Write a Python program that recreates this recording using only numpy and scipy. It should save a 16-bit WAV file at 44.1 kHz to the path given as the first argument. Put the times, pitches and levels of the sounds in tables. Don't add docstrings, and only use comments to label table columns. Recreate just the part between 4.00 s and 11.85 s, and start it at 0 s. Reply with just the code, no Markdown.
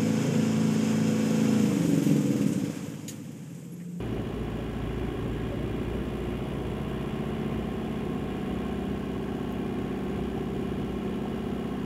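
import sys
import numpy as np
from scipy import signal
from scipy.fft import rfft, irfft
from scipy.io import wavfile
from scipy.ndimage import uniform_filter1d

SR = 44100
rng = np.random.default_rng(int(sys.argv[2]) if len(sys.argv) > 2 else 0)


def to_linear_factor(level_db):
    exponent = np.asarray(level_db, float) / 20
    return 10 ** exponent


def put_to_file(sound):
    columns = np.atleast_2d(sound).T
    safe = np.clip(columns, -1, 1)
    whole_steps = np.round(safe * 32767)
    wavfile.write(sys.argv[1], SR, whole_steps.astype(np.int16))


N = 346185
CRAWL_HZ, PACE_HZ = 14.15, 16.0
# (centre [Hz], width [Hz], lift [dB])
CAB_MODES = [(58.0, 7.9, 9.7), (100.3, 7.0, 11.3), (115.3, 7.0, 11.0), (138.6, 7.9, 10.3),
             (153.4, 8.9, 7.6), (192.0, 9.0, 2.6), (217.4, 25.0, 14.4), (256.0, 11.0, 6.9),
             (280.7, 26.8, 7.0), (304.0, 12.9, 4.8), (356.0, 11.0, 5.7), (380.0, 34.0, 7.1),
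             (420.3, 50.0, 7.1), (488.3, 7.0, 2.9)]


def noise():
    return rng.standard_normal(N)


def colour(x, shape, peaks=()):
    hz = np.arange(N // 2 + 1) * SR / N + 1
    points, gains = np.transpose(shape)
    db = np.interp(np.log(hz), np.log(points), gains)
    db = db + sum(lift / (1 + (2 * (hz - f) / w) ** 2) for f, w, lift in peaks)
    y = irfft(rfft(x) * to_linear_factor(db), N)
    return y / y.std()


def walk(rate):
    held = np.repeat(rng.standard_normal(int(N * rate / SR) + 2), 16)
    slewed = uniform_filter1d(uniform_filter1d(held, size=16), size=16)
    return 1.05 * np.interp(np.arange(N) * (16 * rate / SR), np.arange(len(held)), slewed)


def control(table):
    return np.interp(np.arange(N) / SR, *np.transpose(table))


def repeating(turn, keep, size):
    fresh = rng.standard_normal((int(turn[-1]) + 2, size))
    keep = min(keep, .995)
    renewed = np.sqrt(1 - keep ** 2)
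    fresh[0] /= renewed
    turns = signal.lfilter([renewed], [1, -keep], fresh, axis=0)
    return np.interp(turn * size, np.arange(turns.size), turns.ravel())


def burst(firings, lag, rise, fall):
    p = (firings - lag) % 1
    return (1 - np.exp(-p / rise)) * np.exp(-p / fall)


def pace_share(hz):
    return (hz - CRAWL_HZ) / (PACE_HZ - CRAWL_HZ)


def surge():
    # (time [s], swing [%])
    swings = [(0, 1.1), (.52, 1.1), (1, .65), (1.33, .65), (1.68, .95), (2.06, .75), (2.47, .95),
              (2.86, .45), (3.33, .35), (3.72, .3), (4.04, .15), (4.36, .33), (4.72, .2), (4.98, .15),
              (5.35, .32), (5.71, .45), (6.1, .5), (6.54, .47), (6.99, .4), (7.46, .5), (7.9, .5)]
    crests = np.transpose(swings)[0]
    place = np.interp(np.arange(N) / SR, crests, np.arange(len(crests)))
    return 1 + control(swings) / 100 * np.cos(2 * np.pi * place)


def trim(events, attack_s, t60_s, grit):
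    out = np.zeros(N)
    t = np.arange(int(.12 * SR)) / SR
    shape = (1 - np.exp(-t / attack_s)) * np.exp(-np.log(1000) * t / t60_s)
    for s, db, hz in events:
        ring = np.sin(2 * np.pi * hz * t + grit * np.cumsum(rng.standard_normal(len(t))))
        out[int(s * SR):int(s * SR) + len(t)] += to_linear_factor(db) * shape / shape.max() * ring
    return out


def loose_trim():
    # (time [s], peak level [dB], ring [Hz])
    knocks = [(0.186, -39.5, 567), (0.586, -36.5, 573), (1.252, -40, 552), (1.519, -34, 566),
              (1.59, -39, 580), (1.647, -44, 570), (1.94, -38.5, 562), (2.091, -44, 645)]
    # (time [s], peak level [dB], ring [Hz])
    ticks = [(4.853, -52, 11500), (5.5154, -47, 13200), (5.5245, -42, 13800), (5.586, -52, 15300)]
    # (time [s], peak level [dB], ring [Hz])
    clacks = [(.167, -41, 720), (3.881, -43, 780), (4.068, -48, 751), (5.575, -58, 724), (6.192, -40, 724),
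              (6.374, -39, 736), (7.254, -39, 730)]
    out = trim(knocks, attack_s=0.0074, t60_s=0.1, grit=.01)
    out = out + to_linear_factor(-6) * trim(ticks, attack_s=.0005, t60_s=.02, grit=.62)
    return out + to_linear_factor(4.5) * trim(clacks, attack_s=0.0044, t60_s=0.033, grit=0.053)


def snow():
    # (frequency [Hz], level [dB])
    rumble = [(20, -20), (32, -26), (42, -16), (50, -3), (60, -4), (90, -1), (140, -2), (220, -2.5),
              (310, -3), (400, -.5), (520, -9), (620, -21), (900, -32), (1500, -53), (3000, -130)]
    swell = to_linear_factor(2.1 * walk(6) + 1.54 * walk(20))
    return colour(noise() * swell, rumble, [(f, 4.0 * w, 0.37 * lift) for f, w, lift in CAB_MODES])


def thud(cycle):
    # (frequency [Hz], level [dB])
    bulkhead = [(150, -11), (240, -15), (310, -14), (370, -6), (450, -11), (570, -19), (650, -22),
                (760, -21), (900, -25), (1500, -66), (3000, -130)]
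    shaft = 2 * cycle
    size_db = 2.5 * rng.standard_normal(int(shaft[-1]) + 2)
    size_db[::2] -= 5
    blow = repeating(cycle, keep=.8, size=1024) * burst(shaft, lag=0.001, rise=.05, fall=.3)
    return colour(blow * to_linear_factor(size_db[shaft.astype(int)]), bulkhead)


def turbo(effort):
    centre_hz = 6960 + 460 * effort
    slow = colour(noise(), [(120, -5), (300, 1), (700, -41), (2000, -77.5)])
    return slow * np.sin(2 * np.pi * np.cumsum(centre_hz) / SR)


def injectors(cycle, effort):
    # (frequency [Hz], level [dB])
    hiss = [(2000, -40), (3000, -6), (3800, 0), (5000, -4), (6300, -5), (8600, -7), (10000, -6.5),
            (12000, -7), (14500, -9.5), (15710, -9), (15760, -60)]
    # (centre [Hz], width [Hz], lift [dB])
    pipes = [(4660, 70, 5), (5620, 120, 4), (6850, 200, 2), (9150, 250, 2.5), (10550, 200, 2),
             (10850, 120, 4), (11600, 900, 1.5), (12900, 300, 1.5), (15570, 90, 5)]
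    # (frequency [Hz], level [dB])
    vent = [(2500, -40), (3700, 0), (5000, -4), (7500, -9), (10000, -20), (15000, -50)]
    # (centre [Hz], width [Hz], lift [dB])
    whistles = [(9080, 250, 17), (10700, 500, 15), (12100, 200, 16), (12900, 400, 15)]
    size_db = 1.4 * np.tanh(.7 * rng.standard_normal(int(4 * cycle[-1]) + 2))
    size_db[3::4] += .8
    size_db[::4] += 1.1
    each_db = size_db[(4 * cycle).astype(int)]
    gate = 0.062 + burst(4 * cycle, lag=0.01, rise=0.13, fall=0.66) * to_linear_factor(each_db)
    gate = uniform_filter1d(gate, size=170) / gate.mean()
    spray = colour(noise(), hiss, pipes) * gate ** .8
    spray = spray + .55 * colour(noise(), vent)
    chirp = colour(noise(), [(8500, -40), (9500, -8), (10700, 0), (11400, -20), (13000, -70)])
    chirp = chirp * gate ** 2 * to_linear_factor(2.5 * walk(14))
    boost = colour(noise(), [(8000, -20), (9000, 0), (13000, 0), (14000, -20)], whistles)
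    boost = boost * gate * to_linear_factor(1.5 * walk(6) + 1.5 * walk(25))
    out = spray / spray.std() + to_linear_factor(-19 + 4 * effort) * chirp
    out = out + to_linear_factor(-21 + 9 * effort) * boost
    return out + to_linear_factor(-9.5 + .5 * effort) * turbo(effort) * gate


def valves(cycle):
    # (place in the cycle [0-1], peak level [dB], ring [Hz], t60 [s])
    blows = [(0.086, -45.3, 720, 0.06), (0.098, -49.6, 980, 0.03), (0.181, -53.4, 570, 0.1),
             (0.292, -43.2, 740, 0.06), (0.364, -40.1, 830, 0.03), (0.397, -47.7, 980, 0.03),
             (0.444, -50.2, 720, 0.03), (0.565, -48.3, 760, 0.03), (0.614, -46.3, 1080, 0.1),
             (0.637, -49.0, 1200, 0.03), (0.783, -48.3, 760, 0.03), (0.844, -47.8, 720, 0.03),
             (0.885, -55.8, 790, 0.1), (0.966, -45.1, 640, 0.1)]
    lag_turns = .014
    out, turns = np.zeros(N), np.arange(int(cycle[-1]))
    t = np.arange(int(.08 * SR)) / SR
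    for place, db, hz, t60_s in blows:
        late, size = rng.standard_normal((len(turns), 2)).T
        moments = np.abs(turns + place + lag_turns + .0007 * late)
        hits = np.zeros(N)
        hits[np.searchsorted(cycle, moments)] = to_linear_factor(db + 1.8 * size)
        ring = (1 - np.exp(-t / 0.00068)) * np.exp(-np.log(1000) * t / t60_s) * np.sin(2 * np.pi * hz * t)
        out += signal.oaconvolve(hits, ring / ring.max())[:N]
    return out


def tones(cycle, multiples, levels_db, sway_db, sway_hz, drift):
    routes = [(3, 0.94, 0.378, 0.042), (9, 0.19, 0.802, 0.252), (15, 0.62, 0.848, 0.426),
              (21, 0.98, 0.688, 0.241), (27, 0.73, 0.39, 0.09)]
    out = 0
    for k, db in zip(multiples, levels_db):
        first, start, lag, spread = [route for route in routes if route[0] <= k][-1]
        turns = k * cycle + start + lag * (k - first) + spread * (k - first) ** 2
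        phase = 2 * np.pi * turns + drift * walk(5)
        out = out + np.sqrt(2) * to_linear_factor(db + sway_db * walk(sway_hz)) * np.sin(phase)
    return out


def thin_lines(hz, cycle):
    # (multiple of the cycle rate, level at a crawl [dB], level climbing [dB], level at pace [dB])
    line_levels = [(22.5, -66, -51, -60), (42, -72, -58, -76), (51, -60, -62, -72), (63, -72, -60, -72),
                   (75, -62, -72, -69)]
    levels_db = [np.interp(pace_share(hz), [0, .72, 1], row[1:]) for row in line_levels]
    return tones(cycle, [row[0] for row in line_levels], levels_db, sway_db=2, sway_hz=9, drift=.5)


def firing(cycle):
    # (frequency [Hz], level [dB])
    slope = [(800, -30), (1150, -8), (1300, 0), (2000, -3), (3300, -3), (3700, -14), (4500, -50)]
    # (centre [Hz], width [Hz], lift [dB])
    rings = [(640, 50, 8), (740, 90, 5), (990, 70, 8), (1080, 60, 11), (1345, 60, 9), (1550, 70, 14),
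             (1660, 80, 15), (1860, 50, 8), (2050, 60, 10), (2130, 40, 7), (2400, 70, 8), (2500, 50, 8),
             (2815, 60, 11), (2925, 70, 10), (3140, 50, 6), (3350, 70, 11)]
    wave = irfft(np.exp(2j * np.pi * rng.random(257)), 512)
    place = 4 * cycle % 1 * 512
    pressure = np.interp(place, np.arange(512), wave, period=512)
    return colour(pressure * to_linear_factor(walk(8)), slope, rings)


def knock(cycle):
    # (frequency [Hz], level [dB])
    block = [(300, -52), (500, 2.5), (620, -1.5), (750, 0.5), (900, -5.5), (1100, -3.5), (1270, -8),
             (2300, -9.5), (3000, -9), (3400, -13.5), (4000, -27.5), (5000, -84), (7000, -120)]
    # (centre [Hz], width [Hz], lift [dB])
    panels = [(570, 30, 3), (640, 35, 4), (685, 30, -4), (730, 60, 4), (980, 60, 2), (1075, 50, 6),
              (1345, 50, 4), (1500, 30, -4), (1550, 50, 4), (1660, 40, 3), (1780, 50, 3), (1990, 50, 2.5),
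              (2225, 80, 3), (2290, 70, -5), (2410, 55, 6), (2630, 100, -3), (2810, 70, 3.5),
              (2920, 50, 2.5), (3090, 60, -2.5), (3355, 55, 5)]
    own = repeating(cycle, keep=0.92, size=2048)
    blow = .5 * own + .8 * noise()
    gate = .5 + burst(4 * cycle, lag=0.084, rise=0.049, fall=1.0)
    return colour(gate * blow, block, panels) * to_linear_factor(.4 * walk(9))


def hum(hz, cycle):
    # (level at a crawl [dB], level at pace [dB]), from the third multiple up
    orders_db = [(-56.0, -54.5), (-41.5, -41.0), (-51.0, -51.5), (-54.0, -53.0), (-61.0, -61.5),
                 (-48.5, -51.5), (-51.0, -49.0), (-53.5, -53.0), (-53.0, -55.5), (-49.0, -45.0),
                 (-59.0, -55.0), (-55.5, -52.5), (-58.5, -61.0), (-57.0, -53.0), (-58.0, -58.5),
                 (-57.0, -58.5), (-64.5, -62.0), (-58.5, -56.5), (-58.5, -60.5), (-59.0, -57.0),
                 (-62.5, -62.0), (-56.0, -55.5), (-63.0, -66.0), (-60.5, -63.0), (-64.0, -62.5),
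                 (-62.5, -63.5), (-65.0, -66.0), (-62.0, -62.0), (-66.5, -67.0), (-65.0, -69.0)]
    orders = range(3, 3 + len(orders_db))
    rates = np.linspace(hz.min(), hz.max(), 64)

    def cab_db(f):
        modes_db = sum(lift / (1 + (2 * (f - c) / w) ** 2) for c, w, lift in CAB_MODES)
        return 3.8 * np.log2(f / 200) + modes_db

    levels_db = []
    for k, db in zip(orders, orders_db):
        at_rates = np.interp(rates, [CRAWL_HZ, PACE_HZ], db) + cab_db(k * rates)
        levels_db.append(np.interp(hz, rates, at_rates))
    boom = tones(cycle, orders[:2], levels_db[:2], sway_db=2.8, sway_hz=17, drift=.3)
    rest = tones(cycle, orders[2:], levels_db[2:], sway_db=1.2, sway_hz=7, drift=.2)
    return boom + to_linear_factor(.2) * rest


def scene():
    # (time [s], engine cycle rate [Hz])
    speed = [(0, 14.17), (.4, 14.1), (.8, 14.08), (1.2, 14.24), (1.6, 14.48), (2.6, 15.2), (3.4, 15.56),
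             (4, 15.805), (4.8, 16.025), (5.9, 16.095), (6.5, 16.045), (7.85, 15.955)]
    # (time [s], effort [0-1])
    pedal = [(0, 0), (1.1, .6), (1.6, .95), (3, 1), (4.6, .7), (5.3, .05), (7.85, 0)]
    # (time [s], level [dB])
    track = [(0, -40), (.8, -42), (1.3, -39.5), (2.5, -41), (6.5, -42.5), (7.85, -42)]
    hz, effort, track_db = control(speed) * surge(), control(pedal), control(track)
    cycle = np.cumsum(hz) / SR
    crank = cycle + .001 * np.abs(3 + walk(10))

    road = to_linear_factor(track_db + 3.0) * snow() + to_linear_factor(track_db - 9) * thud(cycle + .2)
    engine = to_linear_factor(-61.5 - .1 * effort) * injectors(np.abs(cycle - .025), effort)
    engine = engine + to_linear_factor(-7 + 6.5 * pace_share(hz)) * valves(crank) + thin_lines(hz, crank)
    engine = engine + to_linear_factor(-56.5) * firing(cycle + .15 * (crank - cycle))
    engine = engine + to_linear_factor(-46 + 1.88 * effort) * knock(crank) + hum(hz, cycle)
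    fade_in = np.minimum(np.arange(N) / SR / .002, 1)
    return (loose_trim() + road + engine)[None] * fade_in


def roll_off(x):
    return signal.sosfilt(signal.butter(12, 15850, fs=SR, output="sos"), x)


def record(dry):
    return roll_off(dry)


dry = scene()
out = record(dry)
put_to_file(out)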